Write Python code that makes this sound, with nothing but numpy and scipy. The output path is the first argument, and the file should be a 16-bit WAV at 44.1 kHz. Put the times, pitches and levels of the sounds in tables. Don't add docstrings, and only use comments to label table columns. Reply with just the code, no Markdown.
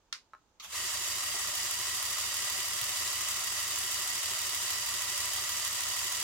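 import sys
import numpy as np
from scipy import signal
from scipy.fft import rfft, irfft, next_fast_len
from scipy.io import wavfile

SR = 44100
rng = np.random.default_rng(int(sys.argv[2]) if len(sys.argv) > 2 else 0)


def transcribe(u):
    v = np.clip(np.atleast_2d(u).T, -1, 1)
    q = np.round(v * 32767).astype(np.int16)
    wavfile.write(sys.argv[1], SR, q)


N = 274743
TIME = np.arange(N) / SR
FFT_SIZE = 2 * next_fast_len(N // 2 + SR // 4)
FREQ_HZ = np.maximum(np.arange(FFT_SIZE // 2 + 1) * SR / FFT_SIZE, 1)
TURNS_PER_S, REST_TURNS = 6.3484, 0.3346
ROOM_DECAY_S = 0.18

# pitch_hz, level_db
GEAR_TONE = [(120, -42), (200, -18), (373, -16.5), (529, -9.5), (590, -12), (836, -13.5), (1120, -5),
             (1530, -10), (1940, -0.5), (2330, -3.5), (4350, -6), (4770, 3.5), (13300, -13), (16000, -16)]
# pitch_hz, width_hz, gain_db
HOUSING_PEAKS = [(210, 30, -21.5), (369.4, 11, 8.5), (534, 69, -14), (596, 71, 10), (759, 37, 11.5),
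                 (801, 150, -3.5), (922, 30, 8.5), (990, 42, 6.5), (1054, 24, 7), (1250, 270, 4.5),
                 (1533, 61, -2.5), (1930, 20, 2.5), (2320, 370, -3.5), (2923, 190, 6.5), (3550, 190, -3.5),
                 (3700, 140, 7.5), (4030, 57, 6), (4430, 330, -3), (5060, 440, -8.5), (6000, 900, -4),
                 (6950, 2500, 2), (8140, 330, 3.5)]
# pitch_hz, level_db
WHINE_NOTES = [(1940, -50), (2890, -55), (4700, -52), (4860, -54), (5650, -54)]
# place_turns, extra_speed_share, whine_db
PISTON_LOAD = [(0.02, -0.01, 1.5), (0.15, 0.011, -4), (0.3, 0.0047, -1.5), (0.5, 0.012, -4),
               (0.59, -0.013, -1), (0.76, 0.016, -1.5), (0.92, -0.002, -5)]
# place_turns, level_db
VALVE_TICKS = [(0.995, -28), (0.15, -37.5), (0.322, -28.5), (0.488, -30.5), (0.648, -39), (0.824, -26)]
# pitch_hz, level_db
VALVE_TONE = [(300, -14), (700, -15), (1200, 1), (2000, -9.5), (3200, 7), (4500, -2), (7000, 5.5),
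              (10000, 2), (13000, 2.5), (16000, -1)]
# start_s, level_db
VALVE_SNAPS = [(1.709, -36), (2.025, -37), (3.788, -39), (4.074, -40), (5.176, -39), (5.648, -36)]
# pitch_hz, level_db
SNAP_TONE = [(1000, -19), (5000, -3), (8500, 6), (10500, 9), (12500, -9), (16000, -30)]
# place_turns, level_db
LINK_KNOCKS = [(0.165, -46), (0.33, -50.5), (0.48, -48), (0.647, -48.5), (0.749, -47.5), (0.836, -47.5),
               (0.875, -50)]
# pitch_hz, level_db, decay_s
LINK_NOTES = [(756, -13.5, 0.031), (1030, -8.5, 0.057), (1107, -7, 0.14), (1212, -6, 0.047),
              (1372, -1, 0.026), (1730, -17.5, 0.022), (2130, -3.5, 0.044), (3140, -5.5, 0.027)]
# place_turns, width_turns, pitch_hz, glide_hz_per_turn, level_db
FRAME_SWELLS = [(0, 0.068, 87.5, -6, -53), (0.23, 0.045, 91, 40, -52), (0.41, 0.066, 84, 60, -58),
                (0.53, 0.062, 112, 20, -56.5), (0.1, 0.064, 198, 100, -64), (0.34, 0.053, 179, 62, -60),
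                (0.3, 0.02, 385, 0, -62.5), (0.26, 0.05, 446, 200, -62), (0.425, 0.065, 374, -160, -56),
                (0.4, 0.02, 360, 0, -69), (0.7, 0.022, 605, 0, -52.5), (0.76, 0.032, 700, -3, -61)]
# pitch_hz, level_db
RUMBLE_TONE = [(20, -24), (40, -11), (60, 5), (83, 13), (115, 2.5), (160, -11), (220, -24), (400, -23)]
# start_s, level_db, decay_s, room_db
BUTTON_PRESS = [(0.1265, -28.5, 0.024, -3.5)]
# pitch_hz, level_db
PRESS_TONE = [(180, -73), (300, -39), (961, -18), (1060, -4.5), (1410, -5.5), (1810, -8), (2100, -5),
              (2880, -8), (3290, -6.5), (5160, -3.5), (16000, -39)]
# start_s, level_db
BUTTON_RELEASE = [(0.3346, -38), (0.3392, -44), (0.3495, -42)]
# pitch_hz, level_db, decay_s
CASE_NOTES = [(636, -22, 0.049), (1100, -11, 0.05), (1310, -6, 0.04), (1360, -8.5, 0.025),
              (1616, -17, 0.04), (2190, -26, 0.045), (3900, -24, 0.02), (5460, -23, 0.005)]
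# delay_s, level_db
NEAR_ECHOES = [(0.0048, -26), (0.017, -22)]
# start_s, level_db, decay_s, room_db
MOTOR_TICK = [(0.5985, -47.5, 0.03, 8)]
# pitch_hz, level_db
MOTOR_TICK_TONE = [(300, -23), (800, -23), (1200, 7), (1600, -22), (2100, -2), (3000, -3), (4200, 2),
                   (5200, -6), (6100, -1), (7500, -11), (9000, -22), (16000, -21)]
# pitch_hz, level_db
CREAK_TONE = [(240, -58), (400, -20), (1060, -6), (2120, -11), (2630, -6), (3420, -3), (4580, -16),
              (6440, -5.5), (8760, -19), (11600, -12), (16000, -28)]
# start_s, level_db, decay_s, room_db
BALLOON_TIP = [(1.342, -46.5, 0.064, 5)]
# pitch_hz, level_db
BALLOON_TONE = [(100, -25), (300, -6), (450, -2), (750, -3), (1200, 3), (4000, -44)]
# start_s, level_db, decay_s, room_db
FRAME_BUMP = [(2.815, -44.5, 0.13, -8)]
# pitch_hz, level_db
BUMP_TONE = [(20, -18), (40, -7), (70, -9), (100, 4), (150, -19), (400, -49)]
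# pitch_hz, level_db
ROOM_TONE = [(15, -17), (25, 0), (76, 1), (145, -7.5), (293, -5), (775, -9), (863, -5.5), (2110, -19),
             (2840, -17.5), (5430, -21), (6560, -17.5), (9570, -33), (16000, -35)]
# pitch_hz, side_minus_middle_db
STEREO_WIDTH = [(60, -32), (120, -12), (240, -9), (480, -11.5), (950, -5.5), (1890, -2.5), (3770, 0),
                (7520, 0.5), (15000, 0.5)]
# pitch_hz, left_minus_right_db
STEREO_LEAN = [(60, -6.5), (83, -1), (110, 0), (160, -4), (220, -9), (300, -2), (420, 0.5), (580, -3.5),
               (810, -3.5), (1120, 0), (1540, -3), (2140, -0.5), (2960, -1), (3750, -4.5), (4300, 2),
               (4750, -7.5), (5600, 0.5), (6500, -5.5), (7600, 2), (8500, 3), (9500, -0.7), (10800, -2),
               (15000, -3)]


def compressor():
    speed, turns = crank()
    pressure_db = air_pressure(turns)
    drive = speed ** 2.5
    gears = drive * (gear_rattle(turns) + gear_whine(turns))
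    air = valve_ticks(turns, pressure_db) + valve_snaps() + air_leak(pressure_db)
    shaking = speed ** 2 * frame_shudder(turns)
    return gears + air + shaking + drive * link_clatter(turns)


def crank(start_s=0.598, ramp_s=0.16, sag_share=0.0266, recover_s=0.48):
    running_s = np.maximum(TIME - start_s, 0)
    sag = sag_share * np.exp(-running_s / recover_s)
    speed = np.minimum(running_s / ramp_s, 1) * (1 - sag)
    turns = REST_TURNS + TURNS_PER_S * np.cumsum(speed) / SR
    return speed, turns


def gear_rattle(turns, level_db=-37.5, teeth_per_turn=148, slack_teeth=0.4, spread_db=5):
    teeth = np.arange(turns[0] * teeth_per_turn, turns[-1] * teeth_per_turn)[1:]
    force, slip = scatter((len(teeth), 2)).T
    times = np.interp((teeth + slack_teeth * slip) / teeth_per_turn, turns, TIME)
    knocks = strikes(times, spread_db * force, decay_s=0.015, room_db=-1)
    return from_db(level_db) * rms_one(housing(knocks))


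def housing(knocks, ring_db=-10.5):
    ringing = knocks + from_db(ring_db) * noisy_tail(knocks[0], decay_s=0.088, samples=SR // 8)
    peaks_db = sum(db / (1 + (2 * (FREQ_HZ - hz) / width) ** 2) for hz, width, db in HOUSING_PEAKS)
    return colour(ringing, GEAR_TONE, peaks_db)


def gear_whine(turns, wander_share=0.007, flutter_db=6):
    place, extra_speed, load_db = np.transpose(PISTON_LOAD)
    speed = np.gradient(turns) * SR / TURNS_PER_S
    speed *= 1 + np.interp(turns, place, extra_speed, period=1)
    whine = np.zeros((2, N))
    for channel in whine:
        for hz, db in WHINE_NOTES:
            pitch_hz = hz * speed * (1 + wander_share * drift(39.8))
            phase = 2 * np.pi * np.cumsum(pitch_hz) / SR
            flutter = from_db(flutter_db * np.tanh(drift(41)))
            channel += from_db(db) * rms_one(flutter * np.sin(phase))
    return whine * from_db(np.interp(turns, place, load_db, period=1))


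def air_pressure(turns, filled_db=-7, fill_turns=1.9, stretch_db_per_turn=0.0428):
    pumped = turns - REST_TURNS
    filled = np.maximum(1 - np.exp(-pumped / fill_turns), 1e-6)
    return filled_db + 20 * np.log10(filled) + stretch_db_per_turn * pumped


def valve_ticks(turns, pressure_db, spread_db=2.5, jitter_s=0.0003):
    times, level_db = each_turn(turns, VALVE_TICKS)
    lateness, force = scatter((len(times), 2)).T
    level_db = level_db + np.interp(times, TIME, pressure_db) + spread_db * force
    ticks = strikes(times + jitter_s * lateness, level_db, decay_s=0.031, room_db=-4)
    return colour(ticks, VALVE_TONE)


def valve_snaps():
    times, level_db = np.transpose(VALVE_SNAPS)
    return colour(strikes(times, level_db, decay_s=0.044, room_db=-6), SNAP_TONE)


def link_clatter(turns, jitter_s=0.00121):
    times, level_db = each_turn(turns, LINK_KNOCKS)
    times = times + jitter_s * scatter(len(times))
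    return in_room(ring(times, level_db, LINK_NOTES, spread_db=5), room_db=-4)


def frame_shudder(turns, rumble_db=-68, load_swing_db=3, quietest_turns=0.16):
    turn_s = 1 / np.median(np.gradient(turns) * SR)
    shudder = np.zeros((2, N))
    for place, width, hz, glide, db in FRAME_SWELLS:
        offset = (turns - place + .5) % 1 - .5
        phase = 2 * np.pi * turn_s * offset * (hz + glide * offset / 2) + 0.12 * drift(2)
        swell = from_db(db + 0.8 * drift(2)) * np.exp(-(offset / width) ** 2 / 2)
        shudder += swell * np.array([np.cos(phase), np.sin(phase)])
    load_db = -load_swing_db * np.cos(2 * np.pi * (turns - quietest_turns))
    return shudder + from_db(rumble_db + load_db) * colour(noise(), RUMBLE_TONE)


def air_leak(pressure_db, level_db=-53):
    return from_db(level_db + pressure_db) * cut_bass(noise(), edge_hz=7000)


def button():
    press = clicks(BUTTON_PRESS, PRESS_TONE)
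    echoes = np.zeros((2, N))
    for delay_s, db in NEAR_ECHOES:
        for echo, channel in zip(echoes, press):
            echo += from_db(db) * np.interp(TIME - delay_s, TIME, channel, left=0)
    times, level_db = np.transpose(BUTTON_RELEASE)
    release = in_room(ring(times, level_db, CASE_NOTES, spread_db=0), room_db=-8)
    return press + echoes + release


def gear_creak(middle_s=0.644, half_length_s=0.024, peak_db=-43.5, fade_db=11.5, slip_count=15):
    along = np.linspace(-1, 1, slip_count)
    times = middle_s + half_length_s * along
    slips = strikes(times, peak_db - fade_db * np.abs(along), decay_s=0.025, room_db=-2)
    return colour(slips, CREAK_TONE)


def still_room(level_db=-73):
    return from_db(level_db) * colour(noise(), ROOM_TONE)


def clicks(rows, tone):
    return colour(sum(strikes([s], [db], decay_s, room_db) for s, db, decay_s, room_db in rows), tone)


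def strikes(times, level_db, decay_s, room_db):
    energy = from_db(level_db) ** 2 * decay_s * SR / np.log(1e6)
    direct = die_away(pulses(times, energy), decay_s)
    room = from_db(room_db) ** 2 * die_away(direct, ROOM_DECAY_S)
    return np.sqrt(direct + room) * noise()


def ring(times, level_db, notes, spread_db):
    forces = from_db(level_db[:, None] + spread_db * scatter((len(times), len(notes))))
    ringing = np.zeros(N)
    for (hz, db, decay_s), force in zip(notes, forces.T):
        fade, step = from_db(-60 / (decay_s * SR)), 2 * np.pi * hz / SR
        feedback = [1, -2 * fade * np.cos(step), fade * fade]
        ringing += from_db(db) * signal.lfilter([0, np.sin(step)], feedback, pulses(times, force) + 1e-18)
    return cut_bass(ringing, edge_hz=640)


def each_turn(turns, rows):
    place, level_db = np.transpose(rows)
    angles = (np.arange(np.ceil(turns[-1]))[:, None] + place).ravel()
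    reached = (angles > turns[0]) & (angles < turns[-1])
    return np.interp(angles[reached], turns, TIME), np.resize(level_db, len(angles))[reached]


def pulses(times, sizes):
    samples = np.clip(np.round(np.asarray(times) * SR).astype(int), 0, N - 1)
    return np.bincount(samples, sizes, N)


def die_away(energy, decay_s):
    fade = 10 ** (-6 / (decay_s * SR))
    return signal.lfilter([1 - fade], [1, -fade], energy + 1e-24)


def in_room(sound, room_db):
    return sound * [[1], [0]] + from_db(room_db) * noisy_tail(sound, ROOM_DECAY_S, SR // 4)


def noisy_tail(sound, decay_s, samples):
    tail = rng.standard_normal((2, samples)) * from_db(-60 * TIME[:samples] / decay_s)
    tail /= np.sqrt(np.sum(tail ** 2) / 2)
    return signal.fftconvolve(sound[None], tail, axes=1)[:, :N]


def stereo(pair):
    middle, side = rfft(pair, FFT_SIZE)
    side = side * from_db(curve_db(STEREO_WIDTH))
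    lean = from_db(curve_db(STEREO_LEAN) / 2)
    return irfft([(middle + side) * lean, (middle - side) / lean])[:, :N]


def colour(sound, tone, extra_db=0):
    cepstrum = irfft(np.log(rms_one(from_db(curve_db(tone) + extra_db))))
    cepstrum[1:FFT_SIZE // 2] *= 2
    cepstrum[FFT_SIZE // 2 + 1:] = 0
    return irfft(rfft(sound, FFT_SIZE) * np.exp(rfft(cepstrum)))[..., :N]


def curve_db(points):
    hz, db = np.transpose(points)
    return np.interp(np.log(FREQ_HZ), np.log(hz), db)


def cut_bass(sound, edge_hz):
    return signal.sosfilt(signal.butter(2, edge_hz, "high", fs=SR, output="sos"), sound)


def drift(rate_hz, hop=40, warm_up=2000):
    fade = np.exp(-2 * np.pi * rate_hz * hop / SR)
    chance = rng.standard_normal(N // hop + warm_up + 2)
    slow = signal.lfilter([1], [1, -2 * fade, fade * fade], chance)[warm_up:]
    return np.interp(np.arange(N) / hop, np.arange(len(slow)), rms_one(slow))


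def noise():
    return rng.standard_normal((2, N))


def scatter(shape):
    return rng.uniform(-1, 1, shape)


def from_db(db):
    return 10 ** (np.asarray(db) / 20)


def rms_one(sound):
    return sound / np.sqrt(np.mean(sound ** 2) + 1e-20)


def scene():
    start = button() + clicks(MOTOR_TICK, MOTOR_TICK_TONE) + gear_creak()
    knocks = clicks(BALLOON_TIP, BALLOON_TONE) + clicks(FRAME_BUMP, BUMP_TONE)
    background = still_room()
    return stereo(compressor() + start + knocks + background)


def record(dry):
    return signal.sosfilt(signal.ellip(12, .1, 80, 15900, fs=SR, output="sos"), dry)


dry = scene()
out = record(dry)
transcribe(out)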